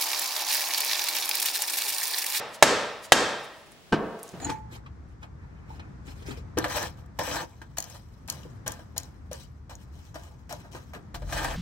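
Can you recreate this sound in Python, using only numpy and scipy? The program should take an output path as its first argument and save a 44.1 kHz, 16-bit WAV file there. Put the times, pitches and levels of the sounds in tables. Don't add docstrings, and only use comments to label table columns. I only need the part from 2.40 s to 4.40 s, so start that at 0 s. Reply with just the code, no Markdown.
import sys
import numpy as np
from scipy import signal
from scipy.io import wavfile

SR = 44100
rng = np.random.default_rng(int(sys.argv[2]) if len(sys.argv) > 2 else 0)


def transcribe(signal):
    frames = np.atleast_2d(signal).T
    limited = np.clip(frames, -1, 1)
    pcm = np.round(limited * 32767).astype(np.int16)
    wavfile.write(sys.argv[1], SR, pcm)


N = 88200
LEAD = SR // 2
TIME = np.arange(-LEAD, N) / SR
AGE = np.arange(SR // 3) / SR
DIRECT_SIDE_SHARE = 0.22


def from_db(db):
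    return 10 ** (np.asarray(db) / 20)


def fade(t, t60):
    return np.exp(-np.log(1000) * t / t60)


def sine(hz):
    return np.sin(2 * np.pi * hz * AGE)


def low_cut(x, hz, order):
    return signal.sosfilt(signal.butter(order, hz, "high", fs=SR, output="sos"), x)


def at_hz(rows, hz, axis=1):
    rows = np.array(rows)
    return np.interp(np.log(hz), np.log(rows[:, 0]), rows[:, axis])


def add(track, s, sound):
    i = int(round(s * SR)) + LEAD
    part = sound[..., :track.shape[1] - i]
    track[:, i:i + part.shape[-1]] += part


def coloured(rows, size, side_share, dying=False, unit=True):
    # frequency in Hz, left-right likeness from 0 to 1.
    likeness = [(100, 0.46), (300, 0.81), (700, 0.78), (2000, 0.22), (6000, 0.23), (14000, 0.24)]
    edges = 22 * 2 ** np.arange(0, 9.6, .5)
    white = rng.standard_normal((2, 2, size))
    t = np.arange(size) / SR
    out, power = 0, 0
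    for k, (low, high) in enumerate(zip(edges, edges[1:])):
        band_filter = signal.butter(2, [low, high], "band", fs=SR, output="sos")
        mid, side = signal.sosfilt(band_filter, white[k % 2])
        hz = np.sqrt(low * high)
        apart = np.minimum(side_share * (1 - at_hz(likeness, hz)) / 2, .5)
        gain = from_db(at_hz(rows, hz))
        band = gain * (np.sqrt(1 - apart) * mid + np.sqrt(apart) * side * [[1], [-1]])
        if dying:
            band = band * fade(t, at_hz(rows, hz, axis=2))
        out = out + band
        power += gain ** 2 * (high - low) / (SR / 2)
    return out / np.sqrt(power) if unit else out


def ring(modes):
    spread_db = 4.5
    chance = rng.standard_normal(len(modes))
    total = 0
    for k, (hz, db, t60) in enumerate(modes):
        strength = (-1) ** k * from_db(db + spread_db * chance[k])
        total = total + strength * sine(hz) * fade(AGE, t60)
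    return total


def shaft_blows():
    # start in seconds, level of jolt and ringing in dB, level of crack and contact in dB,
    # off-centre hit from 0 to 1, pitch of the jolt in Hz, level sent to the room in dB.
    blow_rows = [(-.275, -9, 0, 0.61, 783, 4.5), (0.2249, -3.5, 0.5, 0, 815, 2.5),
                 (0.7204, -5.5, -1, 0.85, 720, 1.5)]
    # frequency in Hz, relative level in dB when struck squarely,
    # relative level in dB when struck off-centre, t60 in seconds.
    casing = [(332, -19.5, -15.5, 0.082), (400, -11, -17, 0.074), (518.6, -28.5, -15.5, 0.017),
              (560, -14, -20, 0.14), (644, -5, -8, 0.021), (853, -13.5, -18.5, 0.084), (926, -24, -6, 0.02),
              (1195, -21.5, -24, 0.13), (1354, -10.5, -21.5, 0.031), (1563, -11.5, -1, 0.045),
              (1657, -20, -16.5, 0.12), (1754, -9.5, -14.5, 0.067), (1916, -14.5, -15, 0.064),
              (2000, -21, -26, 0.13), (2787, -25.5, -12.5, 0.098), (3092, -19, -4, 0.038),
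              (3786, -14, -19.5, 0.069), (4100, -22.5, -31, 0.049), (4950, -24.5, -14.5, 0.028)]
    # frequency in Hz, relative level in dB per Hz,
    # t60 in seconds.
    crack_bands = [(60, -35, 0.24), (220, -2.5, 0.035), (600, 4, 0.07), (1490, -6, 0.047),
                   (2400, 0.5, 0.038), (4130, -10, 0.093), (7500, -2.5, 0.054), (10170, -13.5, 0.054),
                   (14200, -33, 0.02)]
    # frequency in Hz, relative level in dB per Hz.
    contact_bands = [(100, -14.5), (1000, 2), (3500, -4), (8000, -15), (15000, -23)]
    # delay in seconds, level in dB.
    wall_echoes = [(.0078, -22.5), (0.0123, -21.5)]
    out, to_room = np.zeros((2, 2, len(TIME)))
    shake = from_db(-23.5) * sine(148) * fade(AGE, 0.16)
    for s, db, crack_db, off_centre, jolt_hz, room_db in blow_rows:
        struck = [(hz, square_db + off_centre * (off_db - square_db), t60)
                  for hz, square_db, off_db, t60 in casing]
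        modes = ring(struck)
        jolt = from_db(13) * sine(jolt_hz) * fade(AGE, .010)
        body = from_db(db) * (low_cut(jolt + modes, 292, order=2) + shake)
        crack = from_db(-6) * coloured(crack_bands, len(AGE), DIRECT_SIDE_SHARE, dying=True)
        contact = from_db(2) * coloured(contact_bands, len(AGE), DIRECT_SIDE_SHARE) * fade(AGE, 0.018)
        blow = body + from_db(crack_db) * (contact + crack)
        add(out, s, blow)
        for delay, echo_db in wall_echoes:
            add(out, s + delay, from_db(echo_db) * blow)
        impact = from_db(26) * (AGE == 0)
        ringing = from_db(-11) * (modes + shake)
        add(to_room, s, from_db(room_db) * (impact + ringing))
    return out, to_room


def bench_knocks():
    # start in seconds, level in dB,
    # contact cut-off in Hz, level of the clatter in dB.
    knock_rows = [(1.5198, -5.5, 300, -20.5), (1.5239, 3.5, 2000, 2.5), (1.5284, -2.5, 3100, -0.5),
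                  (1.5373, -10.5, 3020, -2), (1.564, -12, 450, -35), (1.655, -22.5, 400, -36),
                  (1.927, -19, 127, -43), (1.938, -25, 900, -22.5)]
    # frequency in Hz, relative level in dB, t60 in seconds.
    bench = [(106, -28.5, 0.16), (157, -24, 0.24), (203, -17.5, 0.04), (282.5, -17, 0.06),
             (310.7, -16.5, 0.1), (363, -13, 0.042), (708, -26, .05), (887, -26, 0.04), (1230, -28, 0.085),
             (1547, -25, 0.066), (2952, -22.5, 0.032), (4380, -25, 0.016)]
    # frequency in Hz, relative level in dB per Hz,
    # t60 in seconds.
    clatter_bands = [(101, -39, 0.036), (400, 12.5, 0.063), (1120, -0.5, 0.064), (2110, -12, 0.18),
                     (4240, -18, 0.15), (6900, -25.5, 0.053), (13800, -76, 0.031)]
    out, to_room = np.zeros((2, 2, len(TIME)))
    click = (AGE == 0) + 1e-18
    dull = signal.butter(1, 300, fs=SR, output="sos")
    impact = from_db(24) * signal.sosfilt(dull, click)
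    for s, db, soft_hz, clatter_db in knock_rows:
        soft = signal.butter(2, soft_hz, fs=SR, output="sos")
        clatter_noise = coloured(clatter_bands, len(AGE), DIRECT_SIDE_SHARE, dying=True)
        clatter = from_db(clatter_db - 19) * clatter_noise
        knock = from_db(db) * signal.sosfilt(soft, ring(bench)) + clatter
        add(out, s, knock)
        add(to_room, s, from_db(-6) * knock + from_db(db) * signal.sosfilt(soft, impact))
    return out, to_room


def drag():
    # frequency in Hz, relative level in dB per Hz.
    rub_bands = [(50, -22), (110, -7), (150, 0), (220, -14), (400, -12), (900, -16), (1600, -25),
                 (4000, -36), (14000, -48)]
    start_s, rise_s = 1.926, .012
    rise = np.clip((TIME - start_s) / rise_s, 0, 1)
    return from_db(-43.5) * rise * coloured(rub_bands, len(TIME), side_share=0.58)


def hand():
    # time of the peak in seconds, level in dB, width in seconds.
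    rustles = [(.13, -61, 0.031), (.15, -46, 0.011), (.63, -67, 0.011), (0.649, -45.5, 0.014),
               (1.01, -61.5, .012), (1.046, -52.5, 0.01), (1.17, -64, 0.048), (1.267, -63, 0.0067),
               (1.323, -60, 0.01), (1.795, -54.5, 0.0052), (1.836, -63, 0.0087), (1.86, -56.5, 0.025),
               (1.879, -61, 0.0037), (1.896, -55, 0.0046), (1.918, -56, 0.006)]
    # frequency in Hz, relative level in dB per Hz.
    rustle_bands = [(500, -11), (1500, -2.5), (3500, 3), (8000, 3), (12000, 0.5), (16000, -16.5)]
    # start in seconds, level in dB, centre frequency in Hz.
    snaps = [(1.32, -33.5, 9000), (1.8308, -19, 9800), (1.836, -24, 9900), (1.8405, -42, 12000),
             (1.8802, -33, 7500), (1.8911, -29, 7500)]
    swell = sum(from_db(db) * np.exp(-.5 * ((TIME - s) / width) ** 2) for s, db, width in rustles)
    out = swell * coloured(rustle_bands, len(TIME), side_share=0.24)
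    edge_ratio = 1.24
    for s, db, hz in snaps:
        band = signal.butter(2, [hz / edge_ratio, hz * edge_ratio], "band", fs=SR, output="sos")
        burst = rng.standard_normal(len(AGE)) * fade(AGE, 0.0036)
        add(out, s, from_db(db) * signal.sosfilt(band, burst))
    return out


def workshop(sound):
    # frequency in Hz, relative level in dB, t60 in seconds.
    reverb_bands = [(60, -6, 0.5), (152, -3, 0.68), (300, 4.5, 0.57), (600, 2, 0.88), (1178, 1.5, 0.86),
                    (1900, -4.5, 0.85), (2500, -6.5, 0.87), (4063, -7.5, 0.76), (7300, -7.5, 0.46),
                    (9000, -7, 0.17), (12300, -30.5, 0.17), (15000, -32, .35)]
    size = SR * 3 // 2
    build_s = 0.04
    build = 1 - np.exp(-np.arange(size) / SR / build_s)
    noise = coloured(reverb_bands, size, side_share=0.38, dying=True, unit=False)
    tail = noise * build * np.sqrt(2 * np.log(1000) / SR)
    mono = sound.mean(axis=0)[None]
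    return signal.fftconvolve(mono, tail, axes=1)[:, :len(TIME)]


def background():
    # frequency in Hz, relative level in dB per Hz.
    hiss_bands = [(25, -3.5), (60, 1.5), (150, -1), (500, -4.5), (1200, -11.5), (3000, -11), (8000, -21),
                  (15000, -29)]
    hiss = from_db(-53.5) * coloured(hiss_bands, len(TIME), side_share=1.9)
    whine = from_db(-77) * np.sin(2 * np.pi * 15734 * TIME)
    return hiss + whine


def scene():
    blows, blows_to_room = shaft_blows()
    knocks, knocks_to_room = bench_knocks()
    rustle = hand()
    room = workshop(blows_to_room + knocks_to_room + from_db(5.5) * rustle)
    return (blows + knocks + drag() + rustle + room + background())[:, LEAD:]


def record(dry):
    low_cut_hz = (32, 61)
    ceiling = .95
    thin = np.array([low_cut(channel, hz, order=1) for channel, hz in zip(dry, low_cut_hz)])
    clipped = thin / (1 + (thin / ceiling) ** 6) ** (1 / 6)
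    top_cut = signal.ellip(10, .1, 70, 16000, fs=SR, output="sos")
    return signal.sosfilt(top_cut, clipped)


dry = scene()
out = record(dry)
transcribe(out)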